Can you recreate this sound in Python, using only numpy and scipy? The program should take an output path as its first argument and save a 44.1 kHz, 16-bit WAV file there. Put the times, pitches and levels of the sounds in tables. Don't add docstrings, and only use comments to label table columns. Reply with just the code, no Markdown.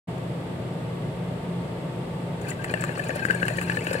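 import sys
import numpy as np
from scipy import signal
from scipy.fft import rfft, irfft
from scipy.io import wavfile
from scipy.ndimage import uniform_filter1d

SR = 44100
rng = np.random.default_rng(int(sys.argv[2]) if len(sys.argv) > 2 else 0)


def bounce(signal):
    frames = np.transpose(np.atleast_2d(signal))
    limited = np.clip(frames, -1, 1)
    pcm = np.round(limited * 32767).astype(np.int16)
    wavfile.write(sys.argv[1], SR, pcm)


N = 176400
RIGHT_LAG_S = 0.00034
DROP_RISE_CYCLES = 2.6


def undb(db):
    return 10 ** (np.asarray(db) / 20)


def unit(x):
    return x / np.sqrt(np.mean(x ** 2))


def colour(x, points):
    hz, db = np.array(points, float).T
    freqs = np.maximum(np.fft.rfftfreq(N, 1 / SR), 1)
    return irfft(rfft(x) * undb(np.interp(np.log(freqs), np.log(hz), db)), N)


def walk(per_s):
    hold = int(SR / per_s)
    steps = np.repeat(rng.standard_normal(N // hold + 1), hold)
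    return unit(uniform_filter1d(steps, hold)[:N])


def add(track, start_s, sound):
    i = int(np.clip(start_s * SR, 0, N - 1))
    track[i:i + len(sound)] += sound[:N - i]


def ring(x, response):
    return signal.fftconvolve(np.atleast_2d(x), response, axes=1)[:, :N]


def spread(x, right_db):
    return np.array([x, undb(right_db) * np.roll(x, int(RIGHT_LAG_S * SR))])


def clicks(per_s, spread_db):
    hits = (rng.random(N) < per_s / SR) * rng.choice([-1, 1], N)
    return hits * undb(spread_db * np.clip(rng.standard_normal(N), -2, 2))


def swarm(per_s):
    return rng.random((int(per_s * N / SR), 3)) * [N / SR, 1, 1]


def push(peak_s):
    u = np.arange(SR // 100) / SR / peak_s
    return u * np.exp(1 - u)


def bubble(hz, rise_s, decay_s, glide_per_s=0.6):
    t = np.arange(int(SR * min(8 * decay_s + 3 * rise_s, .08)) + 8) / SR
    envelope = (1 - np.exp(-(t / rise_s) ** 2)) * np.exp(-t / decay_s)
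    cycles = hz * t * (1 + glide_per_s * (t / 2 - decay_s))
    return -np.sin(2 * np.pi * cycles) * envelope / envelope.max()


# start_s, level_db, pitch_hz, crack_db, rise_s, decay_s
BUBBLE_POPS = [(2.515,-30,1970,-34.5,0.001,.005), (2.587,-37,1600,-59,.006,0.026),
               (2.6438,-27,1250,-38,0.00027,.0015), (2.644,-27.5,1960,-30.5,.0005,0.0022),
               (2.691,-35,1630,-50,.0046,0.0058), (2.700,-35,2430,-55,0.0037,0.0076),
               (2.739,-19,1770,-25.5,0.00034,0.0056), (2.7394,-24.5,2740,-41,0.00027,0.0047),
               (2.773,-34,1720,-36,.002,.005), (2.796,-32,1740,-50,.003,0.0066),
               (2.822,-28.5,1720,-34,.002,.005), (2.8392,-12.5,1430,-37,0.00034,0.00043),
               (2.840,-31,1190,-30,.0005,0.0064), (2.8472,-30,1660,-34,.0003,.002),
               (2.892,-27,1720,-33,.0004,0.0049), (2.9756,-27.5,1200,-47,0.0003,.002),
               (2.9941,-21.5,1746,-33,0.0021,0.0056), (3.035,-36,2520,-50,0.0022,0.0051),
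               (3.0929,-23,1780,-32,.001,.004), (3.104,-26.5,1630,-25.5,0.0019,0.0034),
               (3.187,-32,1630,-49,.0089,0.0093), (3.217,-25,1586,-55,0.0099,0.0096),
               (3.224,-35,2550,-55,0.0046,0.011), (3.2516,-11.5,1620,-34,0.00058,0.0023),
               (3.2852,-24,1650,-40,.0004,0.0024), (3.298,-14.5,1574,-47,0.0047,.0045),
               (3.3077,-11.5,1670,-20,0.00027,0.0035), (3.347,-24,1670,-45,.0018,.0045),
               (3.419,-26,1520,-56,.0041,0.0044), (3.4294,-12,1610,-24,0.00017,0.0033),
               (3.4488,-25,1690,-49,0.0047,.0056), (3.482,-22.5,1630,-22.5,0.00058,.0035),
               (3.5014,-40,1780,-30,.0009,.004), (3.583,-21,1790,-35,0.0023,.004),
               (3.586,-27,2370,-31,0.00079,0.0027), (3.6137,-29,1700,-25,.00085,0.0054),
               (3.615,-31,1186,-42,0.00046,.004), (3.675,-38,2710,-52,.004,0.014),
               (3.697,-15,1700,-26,0.0014,0.0033), (3.77,-20.5,1748,-23,.0028,0.0045),
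               (3.789,-32,2660,-45,.002,0.0055), (3.83,-38,2600,-52,.003,0.0054),
               (3.8683,-29,1760,-21,.0012,.004), (3.93,-37,2420,-28,.002,0.0059),
               (3.9428,-21.5,1727,-36,0.00034,.003), (3.953,-24,1670,-48,0.0018,0.0042)]
# freq_hz, gain_db
CRACK_COLOUR = [(100, -37), (500, -5), (1200, -11.5), (2000, -4), (2900, -5.5), (3500, -6), (4400, -13),
                (6000, -9), (15000, -35)]


def pops(kick_s=0.00051, tear_s=0.0014):
    t = np.arange(SR // 50) / SR
    tone, kick, crack = np.zeros((3, N))
    for start_s, db, hz, crack_db, rise_s, decay_s in BUBBLE_POPS:
        add(tone, start_s, undb(db + 6) * bubble(hz, rise_s, decay_s))
        add(kick, start_s, -undb(db - 4) * push(kick_s))
        tearing = undb(-16.5) * rng.standard_normal(len(t)) * np.exp(-t / tear_s)
        tearing[0] -= 1
        add(crack, start_s + kick_s, undb(crack_db + 18.5) * tearing)
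    crack = colour(crack, CRACK_COLOUR)
    kick = signal.sosfilt(signal.butter(2, 150, "high", fs=SR, output="sos"), kick)
    right = undb(-14) * tone + undb(0.5) * crack
    late_right = np.interp(np.arange(N) - RIGHT_LAG_S * SR, np.arange(N), right)
    return np.array([tone + crack, late_right]) + kick + undb(-22) * flask(crack)


# pitch_hz, left_db, right_db, t60_s
FLASK_MODES = [(560, -30, -35.5, .03), (1000, -32, -3, 0.021), (1170, -4.5, -21, 0.099),
               (1390, -13.5, 4, 0.026), (1520, 6, -28.5, 0.033), (1714, 0.5, -19, 0.031),
               (1790, 8, 6, 0.058), (2070, -4, -45.5, 0.05), (2374, -27.5, 8, 0.017), (2657, 5, -1, 0.023),
               (2925, -10.5, 8.5, 0.014), (4060, -36, -13, 0.04), (4480, 1, 10.5, 0.0073)]


def flask(x):
    t = np.arange(SR // 6) / SR
    arrived = np.maximum(t - np.array([[0], [RIGHT_LAG_S]]), 0)
    response = 0
    for hz, left_db, right_db, t60_s in FLASK_MODES:
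        mode = np.sin(2 * np.pi * hz * arrived) * np.exp(-np.log(1000) * t / t60_s)
        response = response + undb([[left_db], [right_db]]) * mode
    return ring(x, response)


# start_s, level_db, pitch_hz
AIR_POCKETS = [(2.714, -33, 443), (2.738, -24.5, 630), (2.839, -29.5, 552), (2.893, -28, 508),
               (2.975, -34, 476), (3.001, -33, 560), (3.092, -24.5, 595), (3.101, -26, 525),
               (3.158, -26.5, 589), (3.284, -31, 445), (3.298, -30, 470), (3.348, -26.5, 544),
               (3.426, -30, 524), (3.479, -36, 430), (3.508, -28, 600), (3.582, -28, 540),
               (3.778, -26, 477), (3.871, -27.5, 510), (3.911, -22, 525), (3.951, -22, 513)]


def glugs(flow):
    shape = dict(rise_s=0.0013, decay_s=0.0059, glide_per_s=2.4)
    big, small = np.zeros((2, N))
    for start_s, db, hz in AIR_POCKETS:
        add(big, start_s, undb(db + 8) * bubble(hz, **shape))
    for start_s, pitch, strength in swarm(per_s=86):
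        add(small, start_s, undb(21 * strength) * bubble(280 * 2 ** (1.45 * pitch), **shape))
    return (big + undb(-43) * flow * unit(small)) * undb([[0], [-15]])


def churn(flow, puff_s=0.014):
    onsets = np.abs(clicks(per_s=220, spread_db=6.5))
    puffs = signal.fftconvolve(onsets, np.hanning(int(puff_s * SR) + 3), "same")
    return undb(-41.5) * flow * unit(flask(puffs * rng.standard_normal(N)))


# pitch_hz, spread_octaves, bubbles_per_s, level_db at unit flow
SINGING_BANDS = [(1630, 0.1, 110, -37.5), (2060, 0.218, 45, -44.5), (2620, 0.148, 80, -43.5),
                 (4210, 0.102, 70, -52.5)]


def singing(flow):
    chorus = np.zeros(N)
    for centre_hz, octaves, per_s, db in SINGING_BANDS:
        voice = np.zeros(N)
        for start_s, pitch, strength in swarm(per_s):
            hz = centre_hz * 2 ** (octaves * (2 * pitch - 1))
            add(voice, start_s, undb(10 * strength) * bubble(hz, rise_s=0.0021, decay_s=0.0093))
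        chorus += undb(db) * unit(voice)
    return flow * spread(chorus, right_db=-17)


def tiny_bubble(pitch, low_hz=3510, octaves=2.182):
    hz = low_hz * 2 ** (octaves * pitch)
    return bubble(hz, rise_s=DROP_RISE_CYCLES / hz, decay_s=9 / hz)


# start_s, level_db
GLASS_SPLASHES = [(2.414,-35.5), (2.485,-28.5), (2.496,-42), (2.504,-40), (2.527,-44), (2.641,-28),
                  (2.710,-35), (2.811,-30), (2.84,-35), (2.975,-39), (2.991,-43), (3.04,-36), (3.083,-33),
                  (3.155,-30), (3.25,-28.5), (3.307,-34), (3.345,-34), (3.4535,-37), (3.483,-38),
                  (3.502,-37), (3.568,-28), (3.623,-28.5), (3.699,-32), (3.727,-32.5), (3.757,-33),
                  (3.771,-37), (3.842,-29.5), (3.872,-33), (3.913,-44), (3.93,-24)]


def splashes(flow, rise_s=0.003, fall_s=0.0055, bubbles_each=14):
    t = np.arange(SR // 10) / SR
    envelope = (1 - np.exp(-(t / rise_s) ** 2)) * np.exp(-t / fall_s)
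    bursts, showers = np.zeros((2, N))
    for start_s, db in GLASS_SPLASHES:
        onset_s = start_s - rise_s
        add(bursts, onset_s, undb(db + 3) * envelope)
        for when, pitch, faintness in rng.random((bubbles_each, 3)):
            delay_s = fall_s * (np.sqrt(when) - np.log(1 - when))
            add(showers, onset_s + delay_s, undb(db - 1.5 - 20 * faintness) * tiny_bubble(pitch))
    hiss = flow * undb(-44.5 + walk(per_s=50))
    mist = (bursts + hiss) * unit(clicks(per_s=5000, spread_db=6))
    return showers + mist


# start_s, level_db, pitch_hz, tick_db
DROPLET_PINGS = [(0.182,-45,11000,8), (0.794,-54,12000,2), (2.504,-24.5,6900,-6), (2.508,-29,7750,-14),
                 (2.623,-40.5,7260,1), (2.644,-34.5,7730,1), (2.648,-38,8000,-2), (2.739,-27.5,7900,0),
                 (2.809,-25.5,7840,0), (2.834,-31,7500,-14), (2.839,-33.5,7560,14.5), (2.848,-33,7740,5),
                 (2.9802,-30,7960,-4), (2.994,-29,9930,2), (3.086,-29,7050,-6), (3.158,-23.5,10500,-11),
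                 (3.248,-36,7310,-4), (3.308,-30,7870,0), (3.315,-30,3700,-20), (3.348,-25.5,8400,-10),
                 (3.455,-36,9840,7), (3.469,-39,7800,-8), (3.482,-28,8600,12), (3.509,-39,8400,-8),
                 (3.613,-29,7250,8), (3.621,-32,9300,-8), (3.626,-25,10640,-8), (3.66,-37,8570,-4),
                 (3.711,-37,8500,-8), (3.762,-37,7700,-6), (3.808,-32,7240,-10), (3.878,-37,8540,-2),
                 (3.912,-24,14500,-7), (3.948,-35,8450,-2)]


def droplets(tick_s=0.0005):
    track = np.zeros(N)
    for start_s, db, hz, tick_db in DROPLET_PINGS:
        tick = push(tick_s) * rng.standard_normal(SR // 100)
        add(track, start_s - tick_s, undb(db + tick_db - 1.5) * tick)
        add(track, start_s, undb(db) * bubble(hz, rise_s=DROP_RISE_CYCLES / hz, decay_s=0.0016))
    return track


def fizz(flow):
    track = np.zeros(N)
    for start_s, pitch, strength in swarm(per_s=170):
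        add(track, start_s, undb(15 * strength ** 3) * tiny_bubble(pitch))
    return undb(-53) * flow * unit(track)


# freq_hz, gain_db
SPRAY_COLOUR = [(1500, -2.5), (3000, -5.5), (4400, -10.5), (5300, -7.5), (6200, -11.5), (7400, 1),
                (8500, 2.5), (9400, -5.5), (10300, -2.5), (12000, -9.5), (15500, -14)]


def spray(flow, scatter_s=0.0038):
    drops = splashes(flow) + droplets() + fizz(flow)
    t = np.arange(SR // 10) / SR
    scatter = rng.standard_normal((2, len(t))) * np.exp(-t / scatter_s)
    scatter /= np.linalg.norm(scatter, axis=1, keepdims=True)
    scattered = undb([[-1.5], [-8.5]]) * ring(drops, scatter)
    return colour(spread(drops, right_db=-5) + scattered, SPRAY_COLOUR)


def room(x, t60_s=0.33, gap_s=0.004):
    t = np.arange(SR // 2) / SR
    tail = rng.standard_normal((2, len(t))) * np.exp(-np.log(1000) * t / t60_s) * (t > gap_s)
    tail /= np.linalg.norm(tail, axis=1, keepdims=True)
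    return x + undb(-20) * ring(x[0], tail)


# pitch_hz, level_db, wander_hz
HUM_TONES = [(59.4, -56, 1.4), (121, -40.5, 2.77), (174.3, -37, 1.43), (365.4, -48, 1.43),
             (899.6, -53.5, 11.98), (1144, -59.5, 5.3), (1220, -64, 12.16)]


def fan_hum(flutter_db=2.5):
    hum = np.zeros(N)
    for hz, db, wander_hz in HUM_TONES:
        amplitude = np.sqrt(2) * undb(db + flutter_db * walk(per_s=11))
        cycles = np.cumsum(hz + wander_hz * walk(per_s=40)) / SR
        hum += amplitude * np.sin(2 * np.pi * cycles)
    return hum


# freq_hz, gain_db
FAN_COLOUR = [(15,-40), (30,-31), (45,-21), (70,-19.5), (92,-7.5), (115,-6.5), (140,0.5), (165,-1.5),
              (190,-9), (225,-9.5), (330,-12), (430,-11.5), (530,-11.5), (680,-15.5), (800,-20),
              (920,-20.5), (1020,-25.5), (1180,-26.5), (1410,-30.5), (1600,-30.5), (1780,-31.5),
              (2050,-29.5), (2350,-34), (2700,-32.5), (3100,-36), (3450,-35.5), (3900,-41), (4400,-42.5),
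              (5500,-49), (6700,-51.5), (7600,-44), (9500,-48), (12000,-53), (15500,-63)]
# freq_hz, side_db
FAN_WIDTH = [(60, -3), (110, -37), (200, -12.5), (380, -10.5), (700, -5), (1290, 2), (2380, -0.5),
             (4400, 2), (8120, 0), (15000, 1.5)]
# freq_hz, left_minus_right_db
FAN_BALANCE = [(60, 4), (110, 1), (200, -0.5), (380, 2.5), (700, 1), (1290, 2), (2380, 0), (4400, -5),
               (8120, 3.5), (15000, -4.5)]


def fan(level_db=-32.5):
    mid, side = (unit(colour(rng.standard_normal(N), FAN_COLOUR)) for _ in range(2))
    side = colour(side, FAN_WIDTH)
    hum = fan_hum()
    channels = []
    for sign in (1, -1):
        air = undb(level_db) * (mid + sign * side)
        lean = [(hz, sign * db / 2) for hz, db in FAN_BALANCE]
        channels.append(colour(air + hum, lean))
    return np.array(channels)


# time_s, level_db
AIR_FLOW = [(2.3, -39), (2.41, -15), (2.49, 2.5), (2.56, -13), (2.7, -3.5), (3.0, -1.5), (3.25, 0.5),
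            (3.6, 0.5), (4.0, 1.5)]


def scene():
    times_s, flow_db = np.array(AIR_FLOW).T
    flow = undb(np.interp(np.arange(N) / SR, times_s, flow_db))
    pipe = pops() + glugs(flow) + churn(flow) + singing(flow) + spray(flow)
    return room(pipe) + fan()


def record(dry):
    open_s, fade_s, top_hz = 0.072, 0.014, 15800
    opened = np.clip((np.arange(N) / SR - open_s) / fade_s, 0, 1)
    rounded = np.tanh(1.05 * dry) / 1.125
    lowpass = signal.ellip(10, .2, 80, top_hz, fs=SR, output="sos")
    return signal.sosfilt(lowpass, opened * rounded)


dry = scene()
out = record(dry)
bounce(out)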